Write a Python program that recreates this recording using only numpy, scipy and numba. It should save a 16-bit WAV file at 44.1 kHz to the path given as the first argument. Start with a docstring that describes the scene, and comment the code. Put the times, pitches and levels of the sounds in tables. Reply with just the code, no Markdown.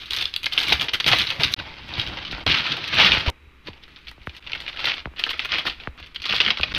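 """Aluminium foil is peeled, crumpled and torn by hand, close up in a quiet room.
Each crease buckles with a click that rings small patches of the sheet; big snaps set off showers of
smaller ones, and the sheet flaps in the bass. There are dull taps and pops, the loudest a finger
tapping a phone. The phone is also bumped now and then, and the room hums faintly.
The sound comes in short stretches that start and stop abruptly."""
import sys
import numpy as np
from scipy import signal
from scipy.fft import rfft, irfft
from scipy.io import wavfile
from scipy.ndimage import uniform_filter1d, minimum_filter1d
from numba import njit

SR = 44100
rng = np.random.default_rng(int(sys.argv[2]) if len(sys.argv) > 2 else 0)


def store_wav(level_fs):
    """Save 16-bit WAV to argv[1]."""
    pcm = np.round(np.clip(np.atleast_2d(level_fs), -1, 1) * 32767)
    wavfile.write(sys.argv[1], SR, pcm.T.astype(np.int16))


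N = 298985

# Big snaps of the foil. "Sizzle" is the sound above 7 kHz, "body" the sound below 1 kHz.
# t/s, level/dB, f/Hz, relative sizzle/dB, shower length/s, relative shower level/dB
SNAPS = [(.058, -30, 3490, -20, 0.028, -11), (.1075, -16.5, 3690, -20, 0.0091, -9),
         (0.1195, -25, 3600, -31, 0.012, -2), (0.1333, -13, 3600, -21, 0.024, -9),
         (0.1645, -13.5, 3590, -17, 0.016, -11), (.186, -13, 4200, -35, .011, -9.5),
         (.21, -18, 2840, -23, 0.015, -1.5), (0.2245, -15, 3440, -25, 0.0059, -4),
         (0.241, -25, 4020, -13, 0.0093, -15), (.255, -10.5, 3870, -28, 0.0069, -19),
         (0.3395, -15, 3920, -26, 0.0031, -24), (0.3625, -9.5, 3650, -17, 0.0032, -25),
         (0.431, -26, 3460, -18, 0.0064, 2.5), (0.4423, -12.5, 3140, -23, 0.0069, -20),
         (.4583, -16, 4200, -22, .006, -0.5), (.4652, -7.5, 2080, -36, .011, -24),
         (0.523, -20.5, 3550, -24, .008, -2), (0.533, -16, 3960, -24, .008, -7),
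         (0.577, -10.5, 2740, -44, .008, -1), (0.583, -16.5, 2900, -23.5, 0.037, -0.5),
         (0.6293, -19.5, 4040, -18, 0.0078, -0.5), (0.634, -19.5, 2800, -40, .035, -5),
         (0.668, -22, 3390, -33, 0.0083, 3), (0.681, -21, 2700, -17, 0.01, 1),
         (0.693, -13, 3160, -30, 0.02, -5), (0.7208, -8, 2070, -35, .01, 1.5),
         (0.725, -11.5, 3220, -27, 0.0087, 6), (.797, -13.5, 2980, -42, .01, -16),
         (0.811, -10.5, 2720, -22, 0.041, -11), (0.8838, -11.5, 2600, -50, 0.014, -8),
         (.935, -5.5, 2550, -25, 0.022, -11), (1.0004, -15.5, 3100, -29, .008, 3.5),
         (1.008, -16, 3410, -33, 0.0047, -10), (1.043, -14, 2950, -36, .004, -6),
         (1.063, -14.5, 2560, -33, 0.0067, 5.5), (1.074, -10.5, 3050, -23, 0.016, 0),
         (1.093, -12, 1850, -31, 0.023, -10), (1.115, -6, 2780, -43, .018, -2.5),
         (1.1312, -9, 1630, -40, 0.0084, 2.5), (1.161, -17, 2940, -31, 0.028, -7),
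         (1.184, -12.5, 3360, -23, 0.01, -2), (1.197, -9, 3300, -29, 0.036, -8),
         (1.27, -13, 3530, -38, .025, -10.5), (1.301, -25, 3050, -24, 0.012, 6),
         (1.308, -17, 2270, -41, 0.027, -6.5), (1.398, -18, 1950, -38, 0.015, -2.5),
         (1.407, -21, 3060, -38, 0.012, -5), (1.434, -3, 3530, -30, 0.019, -7.5),
         (1.48, -14, 2400, -37, 0.028, -22), (1.517, -27.5, 2900, -18, 0.02, 2),
         (1.538, -6, 4430, -20, 0.0037, -13), (1.589, -24, 3300, -31, 0.014, -7),
         (1.598, -15, 2120, -47, 0.0052, -7), (1.938, -19, 3670, -38, 0.047, -18),
         (1.979, -27.5, 2770, -30, 0.021, 3), (1.997, -12.5, 3300, -30, 0.0049, -12),
         (1.9985, -16.5, 3320, -31, 0.025, -7.5), (2.065, -20, 3160, -31, 0.026, -7),
         (2.171, -23.5, 2170, -50, 0.021, 0.5), (2.249, -31, 3180, -41, 0.036, 1.5),
         (2.312, -22.5, 4000, -28, .016, -5.5), (2.328, -15, 1890, -45, 0.051, -15),
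         (2.38, -21, 1420, -50, 0.019, -11), (2.464, -12.5, 2600, -34, .021, -1.5),
         (2.495, -16, 3190, -26, .01, -13), (2.5056, -17, 2880, -43, 0.041, -2),
         (2.5495, -15, 2390, -34, 0.047, -6), (2.597, -14, 2550, -41, 0.023, -7.5),
         (2.6636, -15.5, 2600, -36, 0.039, -23), (2.718, -16.5, 3020, -35, 0.014, -3),
         (2.768, -23.5, 3520, -25, 0.009, -4.5), (2.84, -22, 2800, -33, 0.011, -3),
         (2.877, -21.5, 2820, -28, 0.013, -1), (2.952, -11.5, 2190, -43, 0.03, -14),
         (2.991, -10, 2180, -37, 0.028, 1), (3.03, -5.5, 2200, -43, 0.0083, -7),
         (3.0462, -2.5, 2570, -34, .035, -9), (3.118, -10, 2360, -55, 0.024, -1.5),
         (3.148, -3.5, 2330, -51, 0.018, -19), (3.17, -7, 2140, -49, 0.039, -19.5),
         (3.208, -23, 2580, -41, 0.0068, -18), (3.261, -20.5, 1960, -38, 0.037, -2.5),
         (3.6674, -41, 2430, -33, 0.0048, 0), (3.6711, -23.5, 2370, -39, 0.018, -6),
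         (3.732, -36, 2460, -36, 0.0086, -7), (3.826, -43.5, 2800, -30, 0.033, 0.5),
         (3.879, -33.5, 1610, -31, 0.03, -13), (3.961, -30.5, 3030, -39, 0.014, -8),
         (4.0693, -34, 2460, -31, 0.0092, 0), (4.0826, -31.5, 3180, -34, 0.0062, 0.5),
         (4.0903, -31, 3200, -22, 0.012, -8), (4.113, -30, 1580, -18, 0.0038, -9),
         (4.216, -42, 2410, -29, 0.031, -6), (4.258, -47, 3000, -15, 0.03, -1),
         (4.295, -28, 2590, -40, 0.0065, -15), (4.3484, -33.5, 2230, -28, 0.0083, -11),
         (4.366, -28.5, 2650, -24, 0.02, -9), (4.425, -36, 2740, -32, 0.012, -9),
         (4.442, -36, 2500, -38, 0.0097, -8), (4.465, -26.5, 2400, -38, .006, -11),
         (4.4724, -24, 2800, -32, 0.0098, -17), (4.4966, -21.5, 2350, -49, 0.0027, -14),
         (4.5185, -16.5, 3280, -36, .004, -21), (4.532, -14.5, 2500, -40, .011, -16),
         (4.55, -17, 2580, -35, 0.013, -10), (4.577, -31, 3300, -46, 0.0081, -5),
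         (4.603, -23, 2510, -36, 0.0034, -8), (4.612, -27, 2660, -39, .012, -5),
         (4.664, -19, 2350, -48, 0.0081, -15.5), (4.679, -18, 2390, -41, 0.02, -6.5),
         (4.729, -26.5, 2460, -35, 0.0054, -21), (4.7615, -28.5, 2520, -32, 0.0086, -4),
         (4.772, -18.5, 2460, -48, .006, -27), (4.792, -19.5, 2460, -36, 0.014, -3),
         (4.842, -13, 2480, -48, 0.0079, -3), (4.854, -9.5, 3100, -27, 0.018, -10.5),
         (4.871, -9, 2380, -43, 0.012, -14), (4.899, -12, 2680, -36, 0.0072, -22),
         (4.9082, -23, 2190, -46, 0.0096, 0.5), (4.918, -11, 2590, -48, .007, -25),
         (4.94, -14, 2780, -46, 0.01, -29), (4.968, -25, 2480, -46, 0.037, -3.5),
         (5.183, -26, 2300, -37, 0.016, -17), (5.1922, -20, 2630, -27.5, 0.0088, 1),
         (5.201, -20, 2310, -37, 0.015, -12), (5.2382, -5, 3300, -36, 0.0033, -21),
         (5.265, -12, 1530, -33, 0.017, -15), (5.291, -23, 2880, -45, 0.008, 3.5),
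         (5.3014, -20, 2970, -27, 0.018, 1), (5.331, -22.5, 2120, -46, 0.021, -5),
         (5.379, -40, 3360, -16, 0.014, -6), (5.3932, -7, 2750, -42, 0.013, -14),
         (5.417, -28.5, 2870, -41, 0.028, -2), (5.448, -19, 2170, -25.5, 0.017, -4),
         (5.49, -27.5, 2800, -40, 0.012, 0), (5.5185, -19.5, 3030, -44, 0.0077, 4.5),
         (5.5283, -14, 1770, -43, 0.013, -10), (5.539, -14, 2230, -43, 0.02, -5.5),
         (5.557, -17.5, 2460, -40, 0.031, -15), (5.5833, -12, 2550, -31.5, 0.015, -4.5),
         (5.606, -21, 2460, -38, 0.022, -11), (5.6524, -21.5, 1340, -34, 0.0055, 0),
         (5.665, -12.5, 2190, -34, 0.0066, -4), (5.67, -14, 3500, -30, 0.019, -7),
         (5.697, -22, 2780, -40, .01, -4), (5.71, -27, 2800, -42, 0.014, -14),
         (5.8, -28.5, 2500, -45, 0.022, -9), (5.836, -28, 2590, -34, 0.028, -24),
         (5.9986, -30, 1920, -28, 0.0073, -5), (6.027, -29.5, 2740, -42, 0.023, -8),
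         (6.062, -37, 3000, -21, 0.011, -5), (6.1462, -29.5, 3040, -24, 0.016, -5.5),
         (6.16, -19, 2800, -37, 0.0079, -5), (6.2, -31.5, 2800, -34, 0.0075, -1),
         (6.219, -26.5, 3900, -26, .016, -3), (6.24, -26, 2500, -38, 0.011, 0),
         (6.254, -19.5, 2930, -37, 0.018, -1), (6.282, -34, 3050, -38, 0.0087, -17),
         (6.292, -21, 2650, -36, 0.025, 1), (6.3243, -12, 2630, -34, .012, -6.5),
         (6.336, -14.5, 1450, -37, 0.0078, -6), (6.343, -17, 3000, -35, 0.0089, 1),
         (6.354, -18, 2900, -45, 0.01, 1), (6.363, -18, 2940, -29, 0.0041, 2),
         (6.382, -15, 3340, -31, .016, -16), (6.4023, -4, 2440, -42, 0.0063, -6),
         (6.409, -6, 3070, -36, .006, -12), (6.415, -12, 2900, -53, .005, 1),
         (6.449, -10, 2920, -42, 0.0086, -11), (6.4626, -6.5, 2630, -45, 0.0093, -16),
         (6.4774, -9.5, 2270, -40, 0.022, -6), (6.504, -3, 2800, -43, 0.0093, -10),
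         (6.572, -19.5, 2800, -42, 0.016, -3.5), (6.596, -14.5, 1420, -46, 0.0061, -15),
         (6.611, -18, 3250, -26, 0.0055, -15), (6.632, -6.5, 2300, -36, 0.0081, -7.5),
         (6.7187, -16, 1900, -40, .007, -20), (6.7485, -13, 3300, -29, 0.013, -12),
         (6.7625, -13.5, 2690, -34, .012, -14)]
def snaps():
    """A crease gives way with a loud ringing crack, then a fading shower of smaller clicks follows."""
    start, db, hz, sizzle_db, length, shower_db = np.transpose(SNAPS)[:, :, None]
    body_db = -21 - 11 * np.log2(hz / 2800)  # lower patches are bigger and have more body
    first = [v.ravel() for v in (start, db + 2.5, hz, sizzle_db + 3.5, body_db - 8)]
    cracks = clicks(*first, count=40, cycles=30, focus=.24, rest=.18, loose=.68)
    late, size, pitch = np.moveaxis(rng.random((len(start), 3, 16)), 1, 0)  # 16 clicks a shower
    length = np.clip(length, .002, .06)
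    # a longer shower has no more clicks, so each is made bigger
    offset_db = shower_db + 10 * np.log10(length / .027) - 6 * late ** 2 + 7 * (size - .5)
    shower_hz = hz * np.exp(.6 * (pitch - .5))
    columns = (start + length * late, db + offset_db, shower_hz, sizzle_db + 6.5, body_db + .5)
    shower = [v.ravel() for v in np.broadcast_arrays(*columns)]
    return cracks + clicks(*shower, count=20, cycles=9.7, focus=.35, rest=.35, loose=1)


def rustle(pull_db, sizzle_db, body_db, clicks_per_s=2600, settle_s=.027):
    """Many tiny creases patter in clumps, louder as the hand pulls and just after each snap."""
    snap_s, snap_db = np.transpose(SNAPS)[:2]
    jolts = np.zeros(N)
    jolts[(snap_s * SR).astype(int)] = undb(snap_db - 27) ** 2
    settling = signal.lfilter([1], [1, -np.exp(-2 / (settle_s * SR))], jolts)
    rustle_db = 10 * np.log10(undb(pull_db) ** 2 + settling)
    when, size, pitch = rng.random((int(clicks_per_s * N / SR), 3)).T
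    at = (when * N).astype(int)
    clump_db = 2.4 * wander(70)
    size_db = 3.07 * np.minimum(-np.log(1 - size), 3)  # many small, few large
    db = rustle_db[at] - 12.5 + size_db + clump_db[at]
    return clicks(at / SR, db, 1500 * 2.03 ** pitch, sizzle_db[at], body_db[at],
                  count=11, cycles=9.1, focus=.35, rest=.5, loose=.96)


def clicks(start_s, db, pitch_hz, sizzle_db, body_db, count, cycles, focus, rest, loose):
    """Each buckle rings `count` patches of foil from low to high, favouring those near its own pitch."""
    scatter, decay, turn = np.moveaxis(rng.random((len(start_s), 3, count)), 1, 0)
    place = (np.arange(count) + scatter) / count
    hz = 280 + 15600 * place ** 2
    t60 = np.clip(cycles * (.5 + decay) / np.clip(hz, 900, 6000), .0005, .03)
    zone = (hz > 1000).astype(int) + (hz > 7000)  # 0 body, 1 middle, 2 sizzle
    # a hump around the pitch, `focus` wide, on a floor of height `rest`
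    middle = rest + np.exp(-.5 * (np.log(hz / pitch_hz[:, None]) / focus) ** 2)
    # the offsets allow for the foil's tone, which weakens both ends
    body, sizzle = undb(body_db + 21), undb(sizzle_db + 28.5)
    weight = np.choose(zone, [body[:, None], middle, sizzle[:, None]])
    even_energy = np.sqrt((place + .05) / count * .12 / t60)  # same energy per Hz before weighting
    size = undb(db)[:, None] * weight * even_energy
    start = (start_s[:, None] * SR + np.zeros_like(hz)).astype(np.int64)
    phase = 2 * np.pi * loose * turn  # less loose: patches start in step and crack more sharply
    out = np.zeros(N)
    for k, (edge_hz, kind) in enumerate([(1000, "low"), ([1000, 7000], "band"), (7000, "high")]):
        tones = ring(*(v[zone == k] for v in (start, hz, t60, size, phase)), N)
        out += signal.sosfilt(signal.butter(4, edge_hz, kind, fs=SR, output="sos"), tones)
    return out


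@njit
def ring(start, hz, t60, size, phase, n):
    """Struck things ring: each tone swells quickly, then fades at 60 dB per t60 seconds."""
    out = np.zeros(n)
    for k in range(len(hz)):
        fade = np.log(1000) / (t60[k] * SR)
        step, swell_step = np.exp(2j * np.pi * hz[k] / SR - fade), np.exp(-6 * fade)
        tone, held_back = size[k] * np.exp(1j * phase[k]), 1.
        for i in range(start[k], min(n, start[k] + int(t60[k] * SR / 2))):
            out[i] += tone.imag * (1 - held_back)
            tone *= step
            held_back *= swell_step
    return out


# The foil's bright tone: f/Hz, level/dB
FOIL_TONE = [(150, -35.5), (250, -12.5), (400, -13.5), (750, -11), (1330, 0.5), (1760, -2), (2160, 1),
             (3280, 4), (4570, 0.5), (6250, -14.5), (7300, -39.5), (9300, -35.5), (11000, -39.5),
             (13300, -35.5), (16000, -45)]
def foil(pull_db, sizzle_db, body_db):
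    """Rustle and snaps ring the same sheet, so they share its tone."""
    return colour(rustle(pull_db, sizzle_db, body_db) + snaps(), FOIL_TONE)


# The deep tone of the flapping sheet: f/Hz, level/dB
FLAP_TONE = [(15, -39), (25, -29.5), (54, 1.5), (102, 1.5), (146, 2), (257, -7), (317, -3), (370, -11),
             (520, -31), (880, -120)]
# How loud the flapping is at full pull: t/s, level/dB
FLAP_LEVELS = [(0, -41), (.45, -37.5), (.7, -36), (1, -37.5), (1.4, -34), (1.6, -30), (2.4, -29),
               (2.55, -37), (3.2, -37.5), (3.4, -27.5), (4.4, -38.5), (4.9, -41.5), (5.5, -39),
               (6.1, -34.5), (6.45, -39), (6.78, -29.5)]
def flapping(t, pull_db, full_pull_db=-16):
    """The sheet flaps with an uneven rumble that grows as the hand pulls harder."""
    db = np.interp(t, *np.transpose(FLAP_LEVELS)) + .88 * (pull_db - full_pull_db) + 3 * wander(25)
    return noise(FLAP_TONE) * undb(db)


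# Dull taps and pops: t/s, level/dB, f/Hz (how far the pitch dives), boom level/dB
TAPS_AND_POPS = [(2.3254, -31, 930, -32.5), (3.6835, -35, 494, -30.5), (4.179, -63, 1020, -44),
                 (4.2717, -11, 2080, -26), (5.0565, -12.5, 2100, -25), (5.071, -43, 1090, -33),
                 (5.137, -36, 1730, -46), (5.8732, -10.5, 2030, -24), (3.169, -23, 900, -26),
                 (6.599, -36, 1110, -28)]
def taps_and_pops():
    """Each is a click that dives in pitch into a low boom; the loudest are a finger tapping the phone."""
    out, t = np.zeros(N + SR), np.arange(SR // 8) / SR
    for start_s, db, dive_hz, boom_db in TAPS_AND_POPS:
        cycles = t * dive_hz
        hz = 64 + dive_hz / (1 + (cycles / 2.77) ** 2)
        swell = 1 - np.exp(-(cycles / .6) ** 2)
        fade = undb(db) * np.exp(-cycles / 1.27) + undb(boom_db) * np.exp(-t / .021)
        at = int(start_s * SR)
        out[at:at + len(t)] += fade * swell * np.sin(2 * np.pi * np.cumsum(hz) / SR)
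    return out[:N]


# Bumps on the phone: t/s, level/dB, f/Hz, time to fade by 60 dB/s
BUMPS = [(0.121, -39, 51.4, 0.11), (0.449, -48, 152, 0.054), (.584, -40, 121, .08), (0.739, -21, 70, 0.14),
         (1.115, -21, 110, 0.12), (1.393, -19, 141, 0.068), (1.508, -28, 74.5, 0.1), (1.58, -28, 88, .1),
         (1.981, -19, 110, 0.087), (2.07, -27, 67, 0.13), (2.335, -26, 50, .15), (2.467, -22.5, 107, 0.11),
         (3.04, -18.5, 194, 0.12), (3.175, -23, 68, 0.098), (3.276, -8, 72, 0.073), (3.473, -38, 54, .1),
         (4.064, -38, 53.8, 0.14), (4.209, -33, 59, .08), (4.426, -45, 56, .08), (4.537, -39, 100, .06),
         (4.841, -60, 98, 0.062), (5.062, -27.5, 46, 0.1), (5.519, -48, 75, 0.09), (5.662, -40, 135, 0.096),
         (5.69, -33, 50, 0.17), (5.879, -26, 46, 0.083), (6.017, -34, 65, .1), (6.201, -34, 61.6, .1),
         (6.301, -33.5, 202, 0.2), (6.468, -29.5, 212, 0.19), (6.599, -24, 70, 0.11), (6.69, -35, 54.6, .1)]
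def bumps():
    """Each soft knock on the phone rings one low, muffled tone."""
    start_s, db, hz, t60 = np.transpose(BUMPS)
    start = (start_s * SR).astype(np.int64)
    knocks = ring(start, hz, np.clip(t60, .02, .5), undb(db), np.zeros_like(hz), N)
    return signal.sosfilt(signal.butter(2, 350, fs=SR, output="sos"), knocks)


def echo(x):
    """The sheet shimmers after each click and the walls answer, with a slightly changing sound."""
    t = np.arange(SR // 5) / SR
    choice = np.repeat(rng.integers(0, 6, len(x) // 882 + 1), 882)[:len(x)]  # pick a tail every 20 ms
    shimmer = undb(-34) * np.exp(-t / .0045)
    walls = undb(-39) * np.exp(-t / .032)
    tails = rng.standard_normal((6, len(t))) * (shimmer + walls)
    return x + sum(signal.oaconvolve(x * (choice == k), tail)[:len(x)] for k, tail in enumerate(tails))


# The tone of the quiet room: f/Hz, level/dB
ROOM_TONE = [(18, -8.5), (30, -17), (59, -8), (77, -7), (93, -33), (127, -21), (160, -25), (320, -23.5),
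             (384, -26.5), (700, -39.5), (1200, -28), (1600, -31), (2410, -26.5), (4300, -44.5),
             (7500, -56), (15500, -58.5)]
def room(whine_hz=3880, whine_db=-22.5):
    """A low hum, the hiss of air and one thin, wavering whine."""
    whine = np.sqrt(2) * np.sin(2 * np.pi * np.cumsum(whine_hz + 8 * wander(40)) / SR)
    return noise(ROOM_TONE) + undb(whine_db + 1.1 * wander(22)) * whine


def undb(db):
    """Turn decibels into a number to multiply by."""
    return 10 ** (np.asarray(db) / 20)


def wander(rate):
    """A random value that glides to a new target `rate` times a second, mostly within -1 to 1."""
    hold = int(SR / rate)
    return uniform_filter1d(np.repeat(rng.standard_normal(N // hold + 1), hold), hold)[:N]


def noise(tone):
    """Noise with the given tone, scaled to an average (rms) size of 1."""
    x = colour(rng.standard_normal(N), tone)
    return x / np.sqrt(np.mean(x ** 2))


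def colour(x, tone, size=8192):
    """Turn lows and highs up or down along a curve of (Hz, dB) points."""
    hz, db = np.transpose(tone)
    grid_hz = np.arange(size // 2 + 1) * SR / size + 1
    gain = undb(np.interp(np.log(grid_hz), np.log(hz), db))
    # fold the filter in time so that it rings after a click, never before
    cepstrum = irfft(np.log(gain))
    cepstrum[1:size // 2] *= 2
    cepstrum[size // 2 + 1:] = 0
    response = irfft(np.exp(rfft(cepstrum)))[:size // 2]
    return signal.fftconvolve(x, response)[:len(x)]


# How hard the hand works the foil, one list a passage: t/s, level/dB, relative body/dB
HAND_PULL = [
    [(0.0, -31, -23), (0.1, -40, -21), (0.106, -27.5, -24), (0.23, -25, -19), (0.318, -43.5, -20),
     (0.34, -38, -30), (0.406, -47, -22), (0.46, -31, -33), (0.504, -44, -11), (0.52, -37, -13)],
    [(0.526, -29, -17), (0.71, -19, -15), (0.726, -13, -6.5), (0.768, -27.5, -24), (0.81, -20.5, -11),
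     (0.928, -45.5, -5), (0.936, -16.5, -27), (0.986, -41, -17), (1.008, -30, -17), (1.058, -32, -14)],
    [(1.064, -14, -12), (1.212, -19.5, -23), (1.25, -25, -16), (1.268, -26.5, -29), (1.384, -30.5, -3.5),
     (1.398, -18, -11), (1.428, -22.5, -9.5), (1.434, -16, -32), (1.512, -32, -12), (1.546, -31, -32)],
    [(1.563, -37, -14), (1.597, -28, -8.5), (1.639, -35, -6.5), (1.812, -37.5, -13), (1.98, -26.5, -9),
     (2.006, -27, -15), (2.014, -27, -13.5), (2.14, -31.5, -6.5), (2.32, -31.5, -16), (2.439, -37.5, -4)],
    [(2.44, -48, -7), (2.458, -63, 17), (2.46, -40, -6), (2.463, -23, -5)],
    [(2.465, -17, -1), (2.5, -13.5, -23.5), (2.692, -26, -15.5), (2.718, -18, -20), (2.782, -28, -9),
     (2.912, -21.5, -21.5), (3.008, -9, -15), (3.158, -14, -18), (3.238, -27, -10.5), (3.3, -19, -4)],
    [(3.3, -52, -11), (3.32, -79, -8), (3.632, -63, -14), (3.678, -29, -7.5), (3.712, -52.5, -1),
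     (4.12, -47, -28), (4.142, -59, -18), (4.292, -45.5, -6), (4.374, -41.5, -24), (4.397, -52, -3)],
    [(4.404, -66, -9), (4.407, -60, -28), (4.473, -35.5, -12), (4.763, -37.5, -12.5), (4.879, -17.5, -17.5),
     (4.981, -35, -18), (5.045, -51, -7), (5.057, -36, -5), (5.083, -65, 11), (5.159, -58, -5)],
    [(5.162, -37, -14), (5.2, -30.5, -19), (5.492, -38, -19), (5.534, -17.5, -22), (5.646, -36, -12),
     (5.672, -19, -14), (5.768, -45.5, -16), (5.878, -41.5, 1), (5.906, -77, 7), (5.975, -58, -3)],
    [(5.975, -35, -12), (6.141, -55, -12), (6.163, -41, -37), (6.187, -51.5, -35), (6.307, -19, -26.5),
     (6.513, -27.5, -8), (6.547, -39, -12), (6.639, -30.5, -14), (6.655, -35.5, -13), (6.78, -20.5, -16)],
]
# Stretches of sound, some with tiny silences between: start t/s, end t/s, crackle on (1) or off (0)
STRETCHES = [(0, 1.5455, 1), (1.5635, 2.4388, 1), (2.4392, 2.4638, 0), (2.4642, 3.3003, 1),
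             (3.3005, 4.397, 1), (4.4035, 5.1585, 1), (5.162, 5.9752, 1), (5.9754, 6.7303, 1),
             (6.7385, 6.78, 1)]
# One row for each stretch: room level/dB, relative sizzle of the rustle/dB
STRETCH_LEVELS = [(-50, -19.5), (-47.5, -42), (-47.5, -32), (-65, -33.5), (-51, -22), (-49, -37),
                  (-48.5, -55), (-50.5, -46), (-41, -41)]
def scene():
    """Crackling foil over flaps, taps, bumps and the room; each stretch stops dead, echoes and all."""
    t = np.arange(N) / SR
    pull_s, *columns = np.transpose(np.vstack(HAND_PULL))
    pull_db, body_db = (np.interp(t, pull_s, column) for column in columns)
    stretch = np.searchsorted(np.transpose(STRETCHES)[0], t, "right") - 1
    room_db, sizzle_db = np.transpose(STRETCH_LEVELS)[:, stretch]
    crackle = foil(pull_db, sizzle_db, body_db)
    backing = flapping(t, pull_db) + taps_and_pops() + bumps() + undb(room_db) * room()
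    out = np.zeros(N)
    for start_s, end_s, crackle_on in STRETCHES:
        span = slice(int(start_s * SR), min(int(end_s * SR), N))
        out[span] = crackle_on * echo(crackle[span]) + backing[span]
    return out[None]


def record(dry, ceiling_db=-1, top_hz=16500):
    """A limiter briefly turns down the loudest snaps, then the highest treble is cut away."""
    needed_gain = np.minimum(1, undb(ceiling_db) / (np.abs(dry) + 1e-9))
    gain = uniform_filter1d(minimum_filter1d(needed_gain, size=257), size=128)
    return signal.sosfilt(signal.cheby2(12, 70, top_hz, fs=SR, output="sos"), dry * gain)


dry = scene()
out = record(dry)
store_wav(out)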